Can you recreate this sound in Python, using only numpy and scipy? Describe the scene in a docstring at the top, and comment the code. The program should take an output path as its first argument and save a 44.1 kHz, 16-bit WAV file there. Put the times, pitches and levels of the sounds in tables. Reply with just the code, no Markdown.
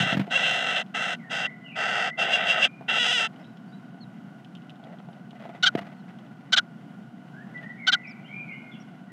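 """Inside a wooden nest box, a small microphone close to two great tits.
One gives long rasping calls, rough syrinx pulses ringing its throat and the box, and later three sharp
double notes. Wings and feet knock the walls, the nest rustles, beaks snap and hatchlings peep faintly.
Farther off, songbirds whistle outside, scattered by trees and walls, over a steady low rumble."""
import sys
import numpy as np
from scipy import signal
from scipy.io import wavfile
from scipy.ndimage import uniform_filter1d

SR = 44100
rng = np.random.default_rng(int(sys.argv[2]) if len(sys.argv) > 2 else 0)


def to_wav(s):
    """Save 16-bit WAV."""
    ch = np.atleast_2d(s).T  # columns
    pcm = np.round(np.clip(ch, -1, 1) * 32767)  # PCM
    wavfile.write(sys.argv[1], SR, pcm.astype(np.int16))


N = 402191
T = np.arange(N) / SR


def amp(db):
    """Decibels to gain."""
    return 10 ** (np.asarray(db) / 20)


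def unit_rms(x):
    """Scales to rms 1."""
    return x / np.sqrt(np.mean(x ** 2) + 1e-20)


def add(mix, start, sound):
    """Mixes a sound in at a time in seconds."""
    part = mix[max(round(start * SR), 0):][:len(sound)]
    part += sound[:len(part)]


def wander(count, hz):
    """A random drift of rms 1 that turns hz times a second."""
    knots = rng.standard_normal(N // 8)
    return unit_rms(np.interp(np.arange(count) * hz / SR, np.arange(len(knots)), knots))


def bump(t, centre, half_width):
    """A smooth swell of height 1."""
    return np.exp(-((t - centre) / half_width) ** 2)


def below(x, hz, order):
    """The part of a sound under a frequency."""
    return signal.sosfiltfilt(signal.butter(order, hz, fs=SR, output="sos"), x)


def colour(x, spectrum, peaks=()):
    """Minimum-phase filter made of a broad spectrum plus resonance peaks."""
    bins = np.fft.rfftfreq(4096, 1 / SR)
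    corners, db = np.transpose(spectrum)
    power = amp(np.interp(np.log(bins + 1), np.log(corners), db)) ** 2
    for hz, width, peak_db in peaks:
        power += (amp(peak_db) / (1 + ((bins - hz) / (width * .44)) ** 2)) ** 2
    log_gain = np.log(np.r_[power, power[-2:0:-1]]) / 2
    taps = np.fft.ifft(np.exp(np.conj(signal.hilbert(log_gain)))).real
    return signal.oaconvolve(x, taps)[:len(x)]


# The outdoors, heard through the walls: (frequency [Hz], relative level [dB])
RUMBLE_SPECTRUM = [(25, -22.5), (60, -19.5), (85, -19.5), (105, -14), (130, -2.5), (185, 2.5), (240, -1),
                   (310, -11), (450, -22), (600, -24.5), (1100, -24.5), (2500, -37.5), (6000, -47),
                   (15000, -59.5)]
# Its resonances in the box: (frequency [Hz], width [Hz], relative level [dB])
RUMBLE_PEAKS = [(713, 144, -13), (1458, 170, -15.5), (2060, 200, -36), (2930, 590, -32), (10800, 120, -45)]
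def rumble(level_db=-44.5, swell_db=.74):
    """A steady low bed of noise, hollow with the box's resonances."""
    gain = amp(level_db + swell_db * wander(N, 5.6))
    return gain * unit_rms(colour(rng.standard_normal(N), RUMBLE_SPECTRUM, RUMBLE_PEAKS))


# Surges within the rasps: (time [s], half width [s], push [dB], hiss rise [dB], clearing [0-1])
EFFORT_SURGES = [(.01, .018, 4.5, 8, 0), (.362, .018, 9, 3.5, .9), (.452, 0.019, 7, 0, .5),
                 (0.502, 0.043, 4, 3.5, 0.14), (0.767, 0.015, 5, 0.5, 0.15), (1.455, 0.019, 7.5, -3.5, 0),
                 (2.217, .03, 7, 12.5, 0.02), (2.343, .025, 12.5, 16, .6), (2.505, .027, 13.5, 16.5, 0.62),
                 (2.641, .026, 15.5, 18.5, 0.7), (2.903, 0.018, 3.5, 0, 0.02), (3.011, .048, 5, 5, 0.61),
                 (3.145, 0.077, 5.5, 12, .8)]
def effort(t, beak_lag=1.6):
    """Surges push the voice and clear its tone; the beak gapes more slowly and lifts the hiss."""
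    push_db = sum(db * bump(t, at, width) for at, width, db, _, _ in EFFORT_SURGES)
    gape_db = sum(db * bump(t, at, width * beak_lag) for at, width, _, db, _ in EFFORT_SURGES)
    clearing = sum(share * bump(t, at, width) for at, width, _, _, share in EFFORT_SURGES)
    return push_db, gape_db, clearing


def pulses(cycles, harmonics):
    """One sharp pulse a cycle, as a sum of harmonics."""
    return unit_rms(np.cos(2 * np.pi * np.outer(cycles, np.arange(1, harmonics + 1))).sum(1))


def syrinx(hz, rough):
    """Pulses and puffs of breath; roughness makes their timing and strength chaotic."""
    count = len(hz)
    jitter = .24 * rough ** 2 * wander(count, 600) + .016 * wander(count, 500)
    cycles = np.cumsum(hz * (1 + jitter)) / SR
    shimmer = np.exp((.12 + .25 * rough) * np.clip(wander(count, 400), -1.6, 1.6))
    tone = pulses(cycles, harmonics=24) * shimmer
    tone = signal.sosfilt(signal.butter(1, 1000, "high", fs=SR, output="sos"), tone)  # weak low harmonics
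    breath = unit_rms((.4 + np.exp(-(cycles % 1) / .45)) * rng.standard_normal(count))
    return np.sqrt(1 - .75 * rough ** 2) * tone + (.1 + .75 * rough) * breath


# Resonances of throat and box: (frequency [Hz], width [Hz], relative level [dB])
THROAT_PEAKS = [(707.3, 190, 4.5), (1317.5, 123, 1), (1526, 170, 1.5), (1810, 210, -5), (1977, 190, 1),
                (2320, 67, -8.5), (2744, 180, 4.5), (3212, 760, -4.5), (3880, 440, -12.5),
                (4850, 1100, -22.5), (6190, 860, -29), (7660, 1500, -35.5)]
# The broad skirt under them: (frequency [Hz], relative level [dB])
THROAT_SKIRT = [(100, -50.5), (300, -22), (500, -11), (780, -26), (1000, -24.5), (3500, -29), (4400, -35),
                (9000, -44), (10500, -59.5), (13500, -57), (15500, -59.5)]
# The last rasp cracks into hoarse pulses: (time [s])
VOICE_CRACKS = [2.92, 2.974, 3.058, 3.119, 3.205]
# Rasps close to the microphone, before effort acts: (time [s], length [s], attack [s], low band [dB], # throat
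# band [dB re low], hiss [dB re low], pitch [Hz], roughness [0-1], beak notch [Hz], lowest resonance [dB])
RASP_CALLS = [(0.0, 0.16, 0.0013, -28.5, -1.5, -20.5, 485, 0.91, 4700, -1.5),
              (.3, 0.532, 0.016, -29.5, -.5, -18, 494.1, .82, 4680, 0.5),
              (.939, 0.22, 0.013, -31, -3, -17.5, 479.7, 0.72, 4660, -1.5),
              (1.294, .183, 0.03, -31, -2.5, -14, 488.4, 0.78, 4240, -1.5),
              (1.752, 0.357, 0.027, -28, -6, -17.5, 455.4, .76, 4020, -1),
              (2.172, 0.51, 0.02, -29, -2.9, -26.5, 475.4, 1.03, 4230, 1),
              (2.879, 0.4, .013, -30, 1, -19.5, 440.9, .55, 4370, -0.5)]
def rasp(start, length, attack, level_db, throat_db, hiss_db, pitch_hz, roughness, notch_hz, chest_db,
         hz_per_db=6, leap_hz=20.78, leap_s=.024, gape_s=.02, shut_db=-4.5, release_s=.024):
    """The syrinx rings the throat and the box; effort makes the call higher, clearer and louder."""
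    t = start + np.arange(0, length, 1 / SR)
    push_db, gape_db, clearing = effort(t)
    cracks = sum(bump(t, at, half_width=.011) for at in VOICE_CRACKS)
    leaps = sum(bump(t, at + leap_s, leap_s) for at in VOICE_CRACKS)  # the pitch leaps after a crack
    hz = pitch_hz + hz_per_db * push_db + leap_hz * leaps
    rough = np.clip(roughness * (1 - clearing) + .66 * cracks, 0, 1)
    voice = colour(syrinx(hz, rough), THROAT_SKIRT, THROAT_PEAKS)
    notched = signal.lfilter(*signal.iirnotch(notch_hz, Q=4.1, fs=SR), voice)
    voice += .82 * (notched - voice)  # the beak's anti-resonance
    voice += (amp(chest_db + 2.5 * cracks) - 1) * below(voice, 1013, order=6)  # the lowest resonance
    low = below(voice, 2450, order=8)
    under_notch = below(voice, notch_hz, order=8)
    hiss = voice - under_notch
    throat = under_notch - low
    throat += (amp(.45 * push_db) - 1) * below(throat, 3050, order=8)  # surges favour its main resonance
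    shut = np.maximum(1 - np.minimum(t - start, t[-1] - t) / gape_s, 0)  # the beak opens and closes
    # Each band is levelled, then set: more effort and a wider beak move the power upwards.
    bands = ((low, .09 * push_db), (throat, throat_db + push_db),
             (hiss, hiss_db + gape_db + shut_db * shut))
    call = sum(amp(db) * band / np.sqrt(abs(uniform_filter1d(band ** 2, size=1200)) + 1e-12)
               for band, db in bands)
    envelope = np.clip(np.minimum((t - start) / attack, (t[-1] - t) / release_s), 0, 1)
    waver_db = .83 * wander(len(t), 33.8)
    return amp(level_db + waver_db) * call * envelope


# Modes of the wooden box: (frequency [Hz], relative level [dB], time to fall 60 dB [s])
BOX_MODES = [(153, -29, 0.18), (198, -5, 0.17), (293, 8.5, 0.016), (412, 15.5, 0.0087), (687, 9.5, 0.1),
             (830, 0, 0.12), (1510, -30, .035), (2000, -28, .025), (2800, -12, 0.0092)]
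# Scraping of feathers, claws and nest: (frequency [Hz], relative level [dB])
SCRAPE_SPECTRUM = [(150, -19.5), (400, -3.5), (600, 0.5), (1100, -4.5), (1700, -2), (2450, -5.5),
                   (3000, -7), (4500, -19), (8000, -32.5), (15000, -38.5)]
# Wings and feet hit the walls around the microphone: (time [s], thud peak [dB], contact [s])
WALL_KNOCKS = [(.002, -16.5, 0.0072), (.027, -18.5, 0.0064), (0.061, -21.5, .0055), (0.124, -18, 0.0053),
               (.148, -18.5, 0.0047), (0.169, -13.5, .005), (0.194, -13.5, 0.0046), (0.209, -20, 0.0052),
               (.277, -29, 0.0014), (2.809, -31.5, 0.0014), (2.823, -34.5, 0.0009), (3.944, -40.5, .0014),
               (5.087, -36, 0.00095), (5.331, -39, 0.00096), (5.454, -30, 0.00085), (5.492, -33, 0.0011),
               (5.548, -37, .0012), (5.7511, -12, 0.0024), (5.781, -27, 0.0019), (5.81, -28, 0.0052),
               (5.822, -39, .0007), (6.038, -43.5, 0.0015)]
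def knock(peak_db, contact, scrape_db=-19):
    """A soft push rings the box while feathers or claws scrape."""
    t = T[:SR // 5]
    ring = sum(amp(db - 60 * t / t60) * np.sin(2 * np.pi * hz * t) for hz, db, t60 in BOX_MODES)
    push = np.sin(np.linspace(0, 2 * np.pi, int(contact * SR) + 3))  # in, and back out
    thud = signal.oaconvolve(ring, push)[:len(t)]
    age = t / (.96 * contact)
    scrape = unit_rms(colour(rng.standard_normal(len(t)), SCRAPE_SPECTRUM)) * age * np.exp(1 - age)
    return amp(peak_db) * (thud / abs(thud).max() + amp(scrape_db) * scrape)


# The box rings under scratches: (frequency [Hz], width [Hz], relative level [dB])
WALL_PEAKS = [(694, 300, 9.5), (1320, 240, 0.5), (1990, 200, 4.5)]
# Shuffles in the nest, close by: (time of peak [s], half width [s], level [dB], crispness [0-1])
NEST_SHUFFLES = [(.18, 0.12, -42, 1), (3.38, .08, -55, 0.5), (4.86, 0.12, -49, 0.25),
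                 (5.13, 0.11, -51.5, 0.22), (5.45, 0.099, -46.5, 0.67), (5.555, 0.026, -44.5, 0.72),
                 (5.787, 0.011, -24, .95), (5.83, 0.13, -50, .9), (6.1, 0.02, -45.5, 0.98),
                 (6.22, 0.12, -55, 0.5), (7.62, 0.2, -56, .9)]
def rustle(grains_per_s=700, spread_db=4.5, clump_db=3.5, fidget_db=-63):
    """Moss and hair crackle and feathers rub in short scratches, faintly even between shuffles."""
    grains = (rng.random(N) < grains_per_s / SR) * rng.choice([-1, 1], N)
    grains = grains * amp(spread_db * np.minimum(rng.exponential(1, N), 3))
    rub = .87 * rng.standard_normal(N)
    scratches = (unit_rms(grains) + rub) * amp(clump_db * np.clip(wander(N, 70), -2, 2))
    sound = unit_rms(colour(scratches, SCRAPE_SPECTRUM, WALL_PEAKS))
    soft = below(sound, 1000, order=4)  # feathers on wool; dry moss crackles above
    swells = [(amp(db) * bump(T, at, width), crisp) for at, width, db, crisp in NEST_SHUFFLES]
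    soft_gain = np.sqrt(amp(fidget_db) ** 2 + sum(swell ** 2 for swell, _ in swells))
    crackle_gain = np.sqrt(amp(fidget_db) ** 2 + sum((swell * crisp) ** 2 for swell, crisp in swells))
    return soft * soft_gain + (sound - soft) * crackle_gain


# Colour of a snap: (frequency [Hz], relative level [dB])
SNAP_SPECTRUM = [(500, -39), (2200, -1), (2900, 18), (3900, 8), (4400, -2), (5300, -4), (8000, -17),
                 (15000, -29)]
# Beak snaps at close range: (time [s], peak before a 2 dB lift [dB])
BEAK_SNAPS = [(0.8632, -51), (1.1585, -58), (3.3604, -53), (3.4436, -48), (3.5717, -52), (4.4463, -46.5),
              (4.551, -44), (4.569, -47), (4.6204, -53), (4.6955, -40), (4.7574, -53), (4.839, -46.5),
              (4.9866, -49.5), (5.1307, -53.5), (5.3074, -47), (6.187, -51), (6.265, -57), (7.577, -50.5),
              (7.6296, -51)]
def beak_snap(db, decay_s=.0013, echo_s=.0053):
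    """A beak snaps on food: a tiny crack with quick wall echoes."""
    t = T[:SR // 25]
    envelope = np.exp(-t / decay_s) + .36 * np.exp(-t / echo_s)
    crack = colour(rng.standard_normal(len(t)) * envelope, SNAP_SPECTRUM)
    return amp(db + 2) * crack / abs(crack).max()


def whistles(rows, waver):
    """Near-pure glides through three pitches; steep ones are burry."""
    track = np.zeros(N)
    for start, length, first, middle, last, db in rows:
        progress = np.linspace(0, 1, int(length * SR))
        glide = np.polyval(np.polyfit([0, .5, 1], [first, middle, last], 2), progress)
        burr = waver * (1 + 9 * abs(np.log(first / last)))
        hz = glide * (1 + burr * wander(len(glide), 220))
        tone = np.sqrt(2) * np.sin(2 * np.pi * np.cumsum(hz) / SR)
        add(track, start, amp(db) * tone * signal.windows.tukey(len(tone), .4))
    return track


# Songbirds farther off, outside the box:
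# (time [s], length [s], first pitch [Hz], middle pitch [Hz], last pitch [Hz], level before echoes [dB])
OUTDOOR_SONG = [(1.18, 0.12, 2250, 1900, 1840, -51.5), (1.46, 0.042, 2053, 1970, 2160, -37.5),
                (1.635, 0.14, 3076, 2655, 2100, -48), (2.085, .07, 1967, 2016, 2056, -39.5),
                (2.25, 0.16, 2100, 2234, 2440, -41), (2.55, 0.2, 2426, 2428, 2452, -54),
                (3.39, 0.036, 4840, 5180, 5150, -71), (3.43, 0.039, 3780, 3880, 4100, -65),
                (3.675, 0.037, 4430, 4650, 4570, -71.5), (3.72, 0.026, 3600, 3870, 4070, -64),
                (7.32, 0.12, 1470, 1650, 1825, -52), (7.54, 0.05, 1980, 1980, 1974, -42),
                (7.62, 0.1, 1850, 1890, 1984, -44.5), (7.76, 0.25, 2312, 2035, 2000, -42),
                (8.03, 0.072, 2740, 2300, 2290, -45.5), (8.24, 0.051, 2670, 3020, 3060, -54.5),
                (8.27, 0.2, 2027, 2390, 2370, -42.5), (8.47, 0.085, 2236, 2180, 2052, -39.5),
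                (8.5, 0.076, 2620, 2860, 2860, -56.5), (8.71, 0.061, 3870, 3040, 2780, -55),
                (9.07, 0.19, 1950, 1900, 2015, -50.5)]
def songbirds(t60=.97, echoes_per_s=2000):
    """Whistled song, scattered into a tail by trees and walls."""
    song = whistles(OUTDOOR_SONG, waver=.0089)
    t = T[:SR]
    echoes = rng.standard_normal(SR) * (rng.random(SR) < echoes_per_s / SR)
    tail = echoes * (amp(-60 * t / t60) + 2 * np.exp(-t / .016))
    return .86 * song + .97 * signal.oaconvolve(song, tail / np.linalg.norm(tail))[:N]


# Hatchlings in the nest, near but faint:
# (time [s], length [s], first pitch [Hz], middle pitch [Hz], last pitch [Hz], level [dB])
HATCHLING_PEEPS = [(4.003, .045, 4350, 4220, 3700, -55), (5.975, .045, 4300, 4230, 3600, -72),
                   (8.069, 0.023, 4460, 5450, 5370, -59), (8.09, 0.035, 5760, 5100, 4400, -57),
                   (8.796, 0.034, 5100, 5760, 5150, -62.5)]
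def hatchlings():
    """Thin, high peeps that reach the microphone directly."""
    return whistles(HATCHLING_PEEPS, waver=.0012)


# Colour of the voice with the beak wide open: (frequency [Hz], relative level [dB])
OPEN_BEAK_SPECTRUM = [(300, -45.5), (700, -9.5), (1050, -17.5), (1450, 2), (1650, -11), (2000, -5),
                      (2550, -11), (3150, 0), (3850, 5), (4600, -14), (5400, -13.5), (7500, -28),
                      (10000, -49), (15000, -50)]
# The box rings on after a note: (frequency [Hz], width [Hz], relative level [dB])
NOTE_PEAKS = [(1600, 85, -13.5), (2040, 160, -2.5)]
# Pairs of sharp notes, close to the microphone:
# (time [s], length [s], top pitch [Hz], level before a 7 dB cut [dB], roughness [0-1], brightness [dB])
SHARP_NOTES = [(5.625, 0.03, 1500, -13.5, 0.23, 2), (5.653, 0.04, 1605, -13, 0.36, 2),
               (6.521, 0.032, 1560, -13, 0.45, 6), (6.5614, 0.038, 1592, -13, 0.65, 2.5),
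               (7.8664, 0.039, 1536, -13.5, 0.22, -1), (7.9173, 0.039, 1582, -14.5, 0.45, 0)]
def sharp_note(length, top_hz, db, roughness, bright_db, arch_share=.15):
    """A short pitch arch: it starts hoarse, clears in the middle and ends on its fundamental."""
    progress = np.linspace(0, 1, int(length * SR))
    count = len(progress)
    arch = np.sin(np.pi * progress)
    rough = np.clip(roughness * (1 + 1.5 * np.cos(np.pi * progress / 1.3) ** 2), 0, .95)
    hz = top_hz * (1 - arch_share * (1 - arch)) * (1 + .06 * rough * wander(count, 1200))
    cycles = np.cumsum(hz) / SR
    # Strong and weak pulses alternate, adding tones halfway between the harmonics.
    tone = pulses(cycles, harmonics=6) * (1 + .35 * np.cos(5 * np.pi * cycles))
    air = rng.standard_normal(count)
    voice = (np.sqrt(1 - rough ** 2) * tone + rough * air) * arch ** 2
    scratch = .34 * (1 - progress) * air
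    hum = .3 * progress * np.cos(2 * np.pi * cycles)
    voice += (scratch + hum) * signal.windows.tukey(count, .15)
    sound = colour(np.pad(voice, (0, 900)), OPEN_BEAK_SPECTRUM, NOTE_PEAKS)
    dark = below(sound, 5000, order=4)
    return amp(db - 7) * unit_rms(dark + amp(bright_db) * (sound - dark))


def scene(rebound_s=.007, rebound_db=-6):
    """Everything as it arrives at the microphone inside the box, in mono."""
    mix = rumble() + rustle() + hatchlings() + songbirds()
    for start, *settings in RASP_CALLS:
        add(mix, start, rasp(start, *settings))
    for source, table in ((sharp_note, SHARP_NOTES), (knock, WALL_KNOCKS), (beak_snap, BEAK_SNAPS)):
        for start, *settings in table:
            add(mix, start, source(*settings))
    for start, db in BEAK_SNAPS:  # a weaker click follows each snap
        add(mix, start + rebound_s, beak_snap(db + rebound_db))
    return mix[None]


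def record(dry, bass_cut_hz=120, treble_cut_hz=15700):
    """The small microphone has no deep bass, and the recorder cuts the highest treble."""
    thin = signal.sosfilt(signal.butter(6, bass_cut_hz, "high", fs=SR, output="sos"), dry)
    band_limit = signal.firwin(511, treble_cut_hz, window=("kaiser", 9), fs=SR)
    return signal.oaconvolve(thin, band_limit[None], "same")


dry = scene()
out = record(dry)
to_wav(out)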